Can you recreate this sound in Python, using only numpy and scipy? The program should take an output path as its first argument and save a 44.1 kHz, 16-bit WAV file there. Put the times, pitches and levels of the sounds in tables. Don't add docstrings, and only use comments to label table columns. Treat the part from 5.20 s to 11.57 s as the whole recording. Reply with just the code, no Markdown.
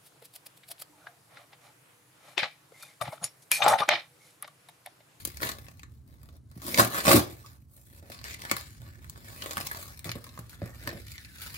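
import sys
import numpy as np
from scipy import signal
from scipy.fft import rfft, irfft
from scipy.io import wavfile
from scipy.ndimage import uniform_filter1d

SR = 44100
rng = np.random.default_rng(int(sys.argv[2]) if len(sys.argv) > 2 else 0)


def makeup_ratio(level_db):
    decades = np.asarray(level_db, float) / 20
    return 10 ** decades


def file_out(sig):
    cols = np.atleast_2d(sig).T
    lim = np.clip(cols, -1, 1)
    pcm = np.round(lim * 32767).astype(np.int16)
    wavfile.write(sys.argv[1], SR, pcm)


N = 280917


def evened(x):
    return x / np.sqrt(np.mean(x ** 2) + 1e-20)


def smoothed(x, first, second, axis=-1):
    return uniform_filter1d(uniform_filter1d(x, first, axis), second, axis)


def read(points, hz):
    f, value = np.transpose(points)
    return np.interp(np.log(hz + 1), np.log(f + 1), value)


def follow(points, t):
    return np.interp(t, *np.transpose(points))


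def add(mix, s, sound):
    part = mix[round(s * SR):][:len(sound)]
    part += sound[:len(part)]


def ring(x, modes):
    t = np.arange(8192) / SR
    body = np.zeros(len(t))
    for hz, width, db in modes:
        decay = np.exp(-np.pi * width * t)
        body += makeup_ratio(db) * np.sqrt(width) * decay * np.sin(2 * np.pi * hz * t)
    return signal.oaconvolve(x, body / np.linalg.norm(body))[:N]


def colour(x, points):
    gain_db = read(points, abs(np.fft.fftfreq(4096, 1 / SR)))
    log_gain = np.log(makeup_ratio(np.maximum(gain_db, -70)))
    taps = np.fft.ifft(np.exp(np.conj(signal.hilbert(log_gain)))).real[:2048]
    return signal.oaconvolve(x, taps / np.linalg.norm(taps))[:N]


# frequency in Hz, level in dB per Hz.
RUMBLE_SPECTRUM = [(18, -41), (40, -12.5), (133, 0), (173, -12.5), (243, -10), (350, -21.5), (560, -34),
                   (1290, -37.5), (2360, -48.5), (3490, -48.5), (14000, -46), (15500, -44.5)]
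# frequency in Hz, width in Hz, lift in dB.
AIR_MODES = [(66.7, 23, 13.5), (108, 13, 4.5)]
# frequency in Hz, likeness (1 is the same).
PORT_LIKENESS = [(60, 0.93), (180, 0.75), (550, 0.5), (1650, 1), (4970, 6), (15000, -2)]
# time in seconds, level in dB.
RUMBLE_SWELL = [(0, -0.5), (.3, 1), (.9, -1.5), (1.4, -2), (2.1, -0.5), (2.6, -6.5), (3.1, -1), (3.6, 0.5),
                (4.198, 0), (4.9, 0), (5.15, 0.5), (5.7, 2), (6.1, -1.5), (6.37, 3)]


def rumble():
    level_db, patch_db = -50.5, 1.1
    hz = np.fft.rfftfreq(2048, 1 / SR)
    a, b, c, d, patches = rng.standard_normal((N // 512 + 6, len(hz), 5)).T
    patches = evened(smoothed(smoothed(patches, 6, 1, 0), 6, 1, 1))
    same = np.clip(read(PORT_LIKENESS, hz), -1, 1)[:, None]
    left = a + 1j * b
    right = same * left + np.sqrt(1 - same ** 2) * (c + 1j * d)
    lift_db = sum(db * np.exp(-((hz - f) / width) ** 2) for f, width, db in AIR_MODES)
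    gain = makeup_ratio((read(RUMBLE_SPECTRUM, hz) + lift_db)[:, None] + patch_db * patches)
    noise = signal.istft(np.array([left, right]) * gain, nperseg=2048, noverlap=1536)[1][:, :N]
    return makeup_ratio(level_db + follow(RUMBLE_SWELL, np.arange(N) / SR)) * evened(noise)


# frequency in Hz, t60 in seconds.
ROOM_T60 = [(100, 0.21), (500, 0.36), (2000, 0.24), (6000, 0.2), (15000, 0.011)]
# delay in ms, level in dB.
TILE_ECHOES = [
    [(.6, -25), (2.0, -13), (3.7, 3), (5.6, -3), (9, -30.5)],
    [(.9, -1.5), (1.7, 10.5), (3.1, -29), (6.3, 1.5), (8, 1.5)],
]


def room(x):
    tail_db, echo_db = -11, -10
    taps = np.zeros((2, SR // 2))
    slots = np.arange(300, SR // 2 - 20, 20)
    at = slots + rng.integers(0, 20, (2, len(slots)))
    np.put_along_axis(taps, at, rng.choice([-1., 1.], at.shape), 1)
    hz, t, z = signal.stft(taps, SR, nperseg=256)
    tail = signal.istft(z * makeup_ratio(-60 * t / read(ROOM_T60, hz)[:, None]), SR, nperseg=256)[1]
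    tail *= makeup_ratio(tail_db) / np.linalg.norm(tail[0])
    for port, echoes in zip(tail, TILE_ECHOES):
        for ms, db in echoes:
            add(port, ms / 1000, makeup_ratio(np.array([db + echo_db])))
    bass = signal.lfilter(*signal.butter(1, 700, fs=SR), x)
    return signal.fftconvolve((x - bass)[None], tail, axes=1)[:, :N]


# start in seconds, peak in dB, push length in seconds.
THUMPS = [(1.364, -25, 0.0035), (1.597, -27.5, 0.0036), (1.639, -18, 0.0025), (1.879, -12.5, 0.0043),
          (1.932, -19, 0.0014), (1.944, -7, 0.0036), (1.979, -18, 0.0069), (2.842, -61.5, 0.0044),
          (3.329, -23, 0.0026), (3.599, -35.5, 0.0096), (4.377, -38.5, 0.0043), (4.858, -22, 0.0038),
          (4.9, -34, 0.0021), (4.868, -31, 0.0088), (4.888, -28, 0.0071), (4.955, -26, 0.0035),
          (5.188, -30.5, 0.0056), (5.418, -26.5, 0.0077), (5.43, -25.5, 0.0061), (5.674, -29, 0.0049),
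          (5.746, -29.5, 0.0054)]
# start in seconds, pitch in Hz, level in dB, length in seconds.
SQUEAKS = [(2.235, 1140, -58, .04), (4.21, 1200, -60, .07), (3.06, 2300, -58, .09),
           (5.935, 2130, -59, .035), (5.975, 1760, -63, .06), (6.04, 1700, -67, .08),
           (5.52, 1850, -70, .045), (6.18, 1350, -66, .12), (3.192, 2350, -65, .014), (.42, 1800, -75, .1),
           (1.908, 1150, -30, .014), (4.555, 640, -57, .055)]
# frequency in Hz, width in Hz, level in dB.
BOOM_MODES = [(86, 60, 3.5), (116.2, 9.1, 5), (170, 28, -1.5), (245, 16, -10.5)]


def hands():
    push, squeak = np.zeros(N), np.zeros(N)
    for at, peak_db, length in THUMPS:
        in_then_out = np.sin(np.linspace(0, 2 * np.pi, max(round(length * SR), 20)))
        add(push, at, makeup_ratio(peak_db - 1.5) * in_then_out)
    for at, hz, db, length in SQUEAKS:
        skin = [(hz, 150, 0)]
        rub = evened(ring(ring(rng.standard_normal(9000), skin), skin))
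        rub = rub[4000:][:round(length * SR)]
        add(squeak, at, makeup_ratio(db) * rub * signal.windows.tukey(len(rub), .6))
    return ring(push, BOOM_MODES) / 10 + squeak


# frequency in Hz, width in Hz, level in dB.
WALL_MODES = [(464, 28, 3.5), (492, 17, -4), (564, 36, 4.5), (632, 24, -5.5), (700, 130, -2.5),
              (870, 1400, 1.5)]
# frequency in Hz, width in Hz, level in dB.
HOLLOW_MODES = [(260, 30, -4), (300, 22, 0), (343, 22, 1), (395, 45, -13)]
# frequency in Hz, width in Hz, level in dB.
SLACK_HOLLOW_MODES = [(164, 19, -3.5), (218, 30, 0), (252, 27, 3), (280, 40, -4.5)]
# time in seconds, share from 0 to 1.
SLACK_SHARE = [(0, 0.64), (1.3, 0.4), (1.55, 0.65), (1.7, 0.64), (1.85, 0.57), (1.95, 0.06), (2.3, 0.16),
               (2.9, 0.97), (3.3, 0.48), (4.2, .8), (4.9, 0.7), (5.4, 0.97), (5.7, 0.46), (6.25, 1)]


def hollow_box(walls, hollow, shared, other):
    boom_db = -9
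    slack = np.clip(follow(SLACK_SHARE, np.arange(N) / SR), 0, 1)
    no_bass = signal.butter(3, 240, "high", fs=SR, output="sos")
    firm = signal.sosfilt(no_bass, ring(hollow * shared, HOLLOW_MODES))
    loose = ring(np.sqrt(slack) * hollow * other, SLACK_HOLLOW_MODES)
    cavity = np.sqrt(1 - slack) * firm + loose
    return ring(walls * shared, WALL_MODES) + cavity + makeup_ratio(boom_db) * ring(hollow * shared, BOOM_MODES)


# frequency in Hz, width in Hz, level in dB.
FACE_MODES = [(1030, 91, 1.5), (1200, 81, 12), (1386, 360, 17.5), (1718, 120, 17.5), (1840, 380, 9),
              (2247, 250, 10), (2350, 140, 8)]
# frequency in Hz, width in Hz, level in dB.
LABEL_MODES = [(1520, 180, 9), (1774, 150, 15.5), (2085, 120, -4), (2660, 170, -30), (2780, 89, -27)]
# from and to, in seconds.
LABEL_REACHED = (5.3, 5.7)


def card_face(push):
    on_label = np.interp(np.arange(N) / SR, LABEL_REACHED, (0, 1))
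    return ring(push * np.sqrt(1 - on_label), FACE_MODES) + ring(push * np.sqrt(on_label), LABEL_MODES)


# frequency in Hz, level in dB per Hz.
FILM_SPECTRUM = [(1350, -32), (2300, 2), (2470, -4.5), (3060, -7), (4150, -3), (5900, -8.5), (12200, -7),
                 (16000, -6.5)]


def plastic_film(film, sheen, shared, other):
    same = 0.4
    grains = np.array([shared, same * shared + np.sqrt(1 - same ** 2) * other])
    dull = signal.sosfiltfilt(signal.butter(2, 7000, fs=SR, output="sos"), grains)
    ports = [colour(film * low + sheen * (grain - low), FILM_SPECTRUM) for grain, low in zip(grains, dull)]
    return np.array(ports)


def flexed(x):
    depth_db = 2.1
    z = signal.stft(x, nperseg=256, noverlap=192)[2]
    field = rng.standard_normal(z.shape[1:])
    field = smoothed(smoothed(field, 3, 3, 0), 30, 30, 1)
    gain = makeup_ratio(depth_db * evened(field))
    return signal.istft(z * evened(gain), nperseg=256, noverlap=192)[1][:, :N]


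def slips(per_s, spread_db, clump_db, hiss):
    size = makeup_ratio(spread_db * np.minimum(rng.exponential(1, N), 3))
    size = size * (rng.random(N) < per_s / SR)
    burst = np.exp(-np.arange(200) / (.0006 * SR))
    clumps = evened(smoothed(rng.standard_normal(N), 500, 300))
    grain = evened(signal.oaconvolve(size, burst)[:N])
    return (hiss + grain) / np.sqrt(hiss ** 2 + hiss + 1) * makeup_ratio(clump_db * clumps)


# start in seconds, peak in dB, top sheen in dB, t60 in seconds.
TICKS = [(0.171, -31, -2.5, 0.01), (0.2301, -22, -19, 0.057), (0.2698, -25, -27, 0.04),
         (0.29, -22, -8, 0.027), (1.4417, -51.5, 12, 0.024), (1.5438, -10, -33, 0.0091),
         (1.5751, -11.5, -20.5, .012), (2.1096, -51, 5, 0.085), (2.2609, -41.5, -6.5, 0.11),
         (2.918, -32.5, -9, 0.093), (2.99, -36.5, -32, .011), (3.041, -24.5, -13, 0.012),
         (3.1441, -29.5, -9, 0.011), (3.2962, -29, -25, 0.044), (3.8969, -34, 7, 0.0095),
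         (4.3088, -24.5, -16, 0.047), (4.4694, -25, 0, 0.029), (4.774, -47, 2.5, 0.026),
         (4.7921, -37.5, 2, 0.02285), (4.8439, -32, -5.5, 0.074), (4.916, -19.5, -11.5, 0.012),
         (5.0414, -38, -3, 0.042), (5.091, -40, -14.5, 0.026), (5.2949, -40.5, -3.5, 0.092),
         (5.882, -40, -4, 0.017), (5.918, -37, 1, .022), (5.9799, -28, -30, 0.017),
         (6.0474, -34.5, -26, .02), (6.1835, -47, -29, .032), (6.218, -36.5, 0, 0.11)]
# start in seconds, peak in dB, top sheen in dB, card face share in dB.
SNAPS = [(0.144, -47, -8, -27), (0.2032, -40, -16, -6), (0.317, -27, -3.5, -24), (0.4842, -38, -14, -12.5),
         (0.5945, -39, -13, -17.5), (1.0313, -48, 1, -10.5), (1.418, -37.5, -0.5, -13), (1.481, -34, 0, -9),
         (1.596, -12, -2, -1), (1.648, -21.5, -1, -15), (1.803, -24, -24, -28), (1.852, -23, -8, -10),
         (1.88, -8.5, -38, -11), (2.578, -56, 6.5, -11), (2.945, -38, -14, -19), (3.014, -44, -6, -11),
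         (3.193, -43, -7, -7), (3.2187, -27.5, -11, -25), (3.237, -35, -20, -15),
         (3.2506, -25.5, -20.5, -19.5), (3.9584, -46.5, -16, -12), (4.2216, -21, -36, -17),
         (4.37, -29, 2, -4), (4.513, -36.5, -1, -6.5), (4.627, -40.5, -3, -9), (4.8924, -22, -41, -23.5),
         (5.176, -38, -18, -12), (5.4165, -61, -25, -8)]
# start in seconds, peak in dB, top sheen in dB, hollow box share in dB.
KNOCKS = [(0.051, -26, 7.5, -7), (0.0738, -41.5, 13, 8), (0.385, -36.5, -7, -3), (0.632, -37, -16, -9),
          (1.0886, -45, -14, 0), (1.314, -49.5, -2, -4), (1.3755, -57.5, 12, 18), (1.4655, -38.5, 6, -7),
          (2.8998, -42, 2, 11), (3.3134, -13, -4, -3), (3.6174, -49.5, -2, -2), (3.79, -48.5, -19, 0),
          (4.074, -52, -35, -5), (4.2595, -28.5, -5, -4.5), (4.379, -23, -7, -5.5), (5.19, -38, 6.5, 0.5),
          (5.418, -46, -24, 16), (5.458, -47.5, 4, -1), (5.674, -24, -7, -1.5)]
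# start in seconds, peak in dB, top
# sheen in dB.
CRACKLES = [(0.445, -53, -19), (.466, -42.5, -24), (0.877, -59, 5), (.9264, -63, -9), (1.0147, -61, -10),
            (1.057, -50, -7), (1.1674, -59, 6), (1.3006, -64, -2), (1.585, -12, -23), (1.602, -20, -1),
            (1.609, -31, -6), (1.7223, -35, -6), (1.7316, -35, -6), (1.868, -14, -22), (1.892, -16, -27),
            (1.915, -5, -20), (3.366, -29, -1), (3.381, -41, -5), (3.844, -46.5, -5), (4.3323, -33, 0),
            (4.403, -34, -8), (4.41, -28.5, -15), (4.466, -36, 4), (4.547, -29.5, -14), (4.57, -42, -18),
            (5.5477, -49, -12), (5.555, -46, -12), (5.6367, -43, 2), (3.548, -50.5, -13.5),
            (3.665, -47, -11.5), (3.754, -53, -15), (4.954, -40, -10), (5.066, -43, -9), (5.33, -57, -8),
            (5.69, -31, -16), (5.702, -35.5, -24), (5.713, -43, -24)]


def cracks():
    ticks = [(s, db, -24, -57.5, t60, sheen_db) for s, db, sheen_db, t60 in TICKS]
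    snaps = [(s, db, face_db, -40.5, 0.017, sheen_db) for s, db, sheen_db, face_db in SNAPS]
    knocks = [(s, db, -17, box_db, 0.027, sheen_db) for s, db, sheen_db, box_db in KNOCKS]
    crackles = [(s, db, -14.5, -31, 0.017, sheen_db) for s, db, sheen_db in CRACKLES]
    return ticks + snaps + knocks + crackles


# time in seconds, effort in dB.
FIDGET = [(0, -64.5), (.45, -63), (.8, -81.5), (1.05, -73), (1.22, -90.5), (1.36, -64.5), (2.17, -57),
          (2.33, -62), (2.47, -88), (2.65, -84), (2.9, -61.5), (3.4, -75), (3.51, -78.5), (3.68, -68),
          (4.0, -63.5), (4.76, -63), (5.05, -59), (6.37, -77)]
# top in seconds, effort in dB, rise and fall in seconds, card lift in dB.
PICKS = [
    (0, -50.5, .01, 0.058, -30),
    (.06, -55, .005, 0.35, -32),
    (0.227, -40.5, 0.029, 0.09, -10),
    (.275, -44.5, 0.063, 0.11, -8),
    (.71, -70.5, .01, 0.13, -10),
    (.885, -73.5, 0.015, 0.27, -6),
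    (1.16, -72, 0.38, 0.034, 2),
    (1.376, -64.5, 0.039, 0.011, -3),
]
# top in seconds, effort in dB, rise and fall in seconds, card lift in dB.
PULLS = [(2.54, -71.5, 0.076, 0.22, -3), (2.8, -61, 0.23, 0.0063, -10.5), (2.826, -67.5, .004, 0.08, 9),
         (2.95, -55, 0.11, 0.098, -11.5), (3.049, -41, 0.0063, .15, -24), (3.141, -41.5, 0.14, 0.014, -74),
         (3.25, -48.5, 0.13, 0.22, -15), (3.319, -47, 0.093, 0.33, -40), (3.661, -61, 0.11, 0.17, -11.5),
         (4.12, -64, 0.059, .2, -16), (4.27, -51.5, 0.43, 0.26, -15), (4.43, -47.5, 0.31, 0.067, -11),
         (4.62, -48.5, 1, 0.17, -17), (4.699, -78, 0.58, 0.024, -25), (4.856, -46, 0.0092, 0.083, -2.5),
         (5.345, -54, 0.046, 0.048, -23), (5.419, -62, 0.0033, 0.097, 12), (5.449, -54.5, 0.026, 0.16, -5),
         (5.6, -53, 0.12, 0.61, -33), (5.69, -55, 0.084, 0.11, 6.5), (5.751, -64.5, 0.0041, 0.097, 9),
         (4.96, -56.5, 0.021, .05, 6), (5.875, -53.5, 0.026, 0.38, -62), (6.184, -48.5, .005, 0.78, -27),
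         (6.36, -49.5, 0.49, 0.11, -31)]
# time in seconds, effort in dB, lift of the card in dB, squeeze of the box in dB.
RIPS = [
    [(1.39, -64.5, -2.5, -6.5), (1.47, -42, -8.5, -1), (1.562, -37.5, -7.5, -5), (1.597, -21, -5, -3.5),
     (1.69, -44, -11.5, 0.5), (1.705, -42.5, -1.5, -8.5), (1.784, -33, -3, -15), (1.83, -47, -7, -10.5)],
    [(1.84, -38, -9, -4.5), (1.884, -25, -2.5, -4), (1.93, -17.5, -7.5, -13.5), (1.94, -22.5, -19, 11),
     (1.956, -19.5, -6.5, 3), (2.044, -46.5, -5, 2), (2.14, -55, -11.5, 2)],
]


def effort(t):
    edge_db, curve = -25.5, 1.83

    def drive(db, lift_db):
        shares_db = np.array([[0], [-2.5 + 0.2 * lift_db], [lift_db], [lift_db + 0.5]])
        return makeup_ratio(db + shares_db) ** 2

    between_rips = (t > RIPS[0][0][0]) & (t < RIPS[-1][-1][0])
    power = drive(follow(FIDGET, t), -12) * ~between_rips
    for top, db, rise, fall, lift_db in PICKS + PULLS:
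        away = np.where(t < top, (top - t) / rise, (t - top) / fall)
        power += drive(db + edge_db * away ** curve, lift_db)
    s, *controls = np.vstack(RIPS).T
    db, lift_db, squeeze_db = (np.interp(t, s, c) for c in controls)
    walls_db = lift_db + 1 + 0.47 * (db + 23.0)
    rip = makeup_ratio(db + np.array([0 * db, lift_db, walls_db, squeeze_db]))
    return np.sqrt(power + between_rips * rip ** 2)


# time in seconds, sheen in dB.
FILM_SHEEN = [(0, 3.5), (2.3, 0), (2.55, 16), (2.75, 5.5), (3.1, -9), (3.35, -2.5), (3.9, -1), (4.6, 3),
              (5.3, -1), (6.37, 0)]


def tape():
    t = np.arange(N) / SR
    levels = np.repeat(effort(t[::16]), 16, axis=1)[:, :N]
    fast = levels[0] / makeup_ratio(-34)
    film, face, walls, hollow = levels * slips(per_s=500, spread_db=4.3, clump_db=1.4, hiss=.85 + fast)
    sheen = film * makeup_ratio(follow(FILM_SHEEN, t))
    u = np.arange(3000) / SR
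    onset = np.minimum(u / .0003, 1)
    tick = 3.3 * np.exp(-u / .0008)
    for at, peak_db, face_db, box_db, t60, sheen_db in cracks():
        tail = makeup_ratio(-60 * u / np.clip(t60, .004, .1))
        crack = makeup_ratio(peak_db - 9.5) * (tail + tick) * onset
        add(film, at, crack)
        add(sheen, at, crack * makeup_ratio(sheen_db + 2))
        add(face, at, crack * makeup_ratio(face_db + 11))
        add(walls, at, crack * makeup_ratio(box_db - 8.0))
        add(hollow, at, crack * makeup_ratio(box_db - 3.0))
    shared, other = rng.standard_normal((2, N))
    strip = plastic_film(film, sheen, shared, other) + card_face(face * shared)
    return flexed(strip), hollow_box(walls, hollow, shared, other)


def later(x, samples):
    return x[np.maximum(np.arange(N) - np.round(samples).astype(int), 0)]


# time in seconds, lag of the right port in ms.
RIGHT_LAG = [(0, 0.48), (1.2, 0.31), (1.7, 0.4), (2.701, 0.4), (4.201, 0.43), (5.001, 0.16), (6.4, 0.21)]
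# time in seconds, left over right in dB.
LEFT_LEAN = [(0.0, 2), (0.85, 2), (2.45, -3), (2.5, -2), (3.34, 1.5), (4.43, -1.5), (4.91, 2), (5.55, -1),
             (6.37, -1)]


def scene():
    (left, right), box = tape()
    box = signal.sosfilt(signal.butter(4, 85, "high", fs=SR, output="sos"), box + hands())
    t = np.arange(N) / SR
    lag = follow(RIGHT_LAG, t) * SR / 1000
    left_gain, right_gain = makeup_ratio(np.outer([.5, -.5], follow(LEFT_LEAN, t)))
    at_left = left_gain * left + box
    at_right = right_gain * later(right, 0.93 * lag) + later(box, 0.42 * lag)
    drift = evened(smoothed(rng.standard_normal(N), 6000, 6000))
    bounced = np.interp(np.arange(N) - .25 * SR / 1000 * drift, np.arange(N), left)
    return makeup_ratio(-0.5) * (np.array([at_left, at_right]) + room(bounced + box)) + rumble()


def band_limit(x):
    return signal.sosfilt(signal.butter(12, 16980, fs=SR, output="sos"), x)


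# frequency in Hz, left over right in dB.
PORT_COLOUR = [(60, -4), (150, 0), (380, 0), (950, -0.5), (2380, 4), (5980, 4.5), (15000, 4.5)]
# frequency in Hz, gain in dB.
BAND_EDGE = [(15800, 0), (16050, -60)]
# frequency in Hz, gain in dB.
TOP_LIMIT = [(16700, 0), (16850, -70)]


def record(dry):
    sudden_db, top_db = 10, -15
    hz = np.fft.rfftfreq(N, 1 / SR)
    bass_cut = np.sqrt(1 + (58 / (hz + 1)) ** 10)
    tilt = makeup_ratio(np.outer([.5, -.5], read(PORT_COLOUR, hz))) / bass_cut
    heard = irfft(rfft(dry) * tilt * makeup_ratio(1.0), N)
    heard = .9 * np.tanh(heard / .9)
    body = irfft(rfft(heard) * makeup_ratio(read(BAND_EDGE, hz)), N)
    top = heard - body
    power = (top ** 2).mean(0)
    before = np.roll(uniform_filter1d(power, 600), 400)
    sudden = uniform_filter1d(power, 128) > makeup_ratio(2 * sudden_db) * before
    gate = np.minimum(6 * smoothed(1. * sudden, 200, 100), 1)
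    mix = irfft(rfft(body + makeup_ratio(top_db) * gate * top) * makeup_ratio(read(TOP_LIMIT, hz)), N)
    return band_limit(mix)


dry = scene()
out = record(dry)
file_out(out)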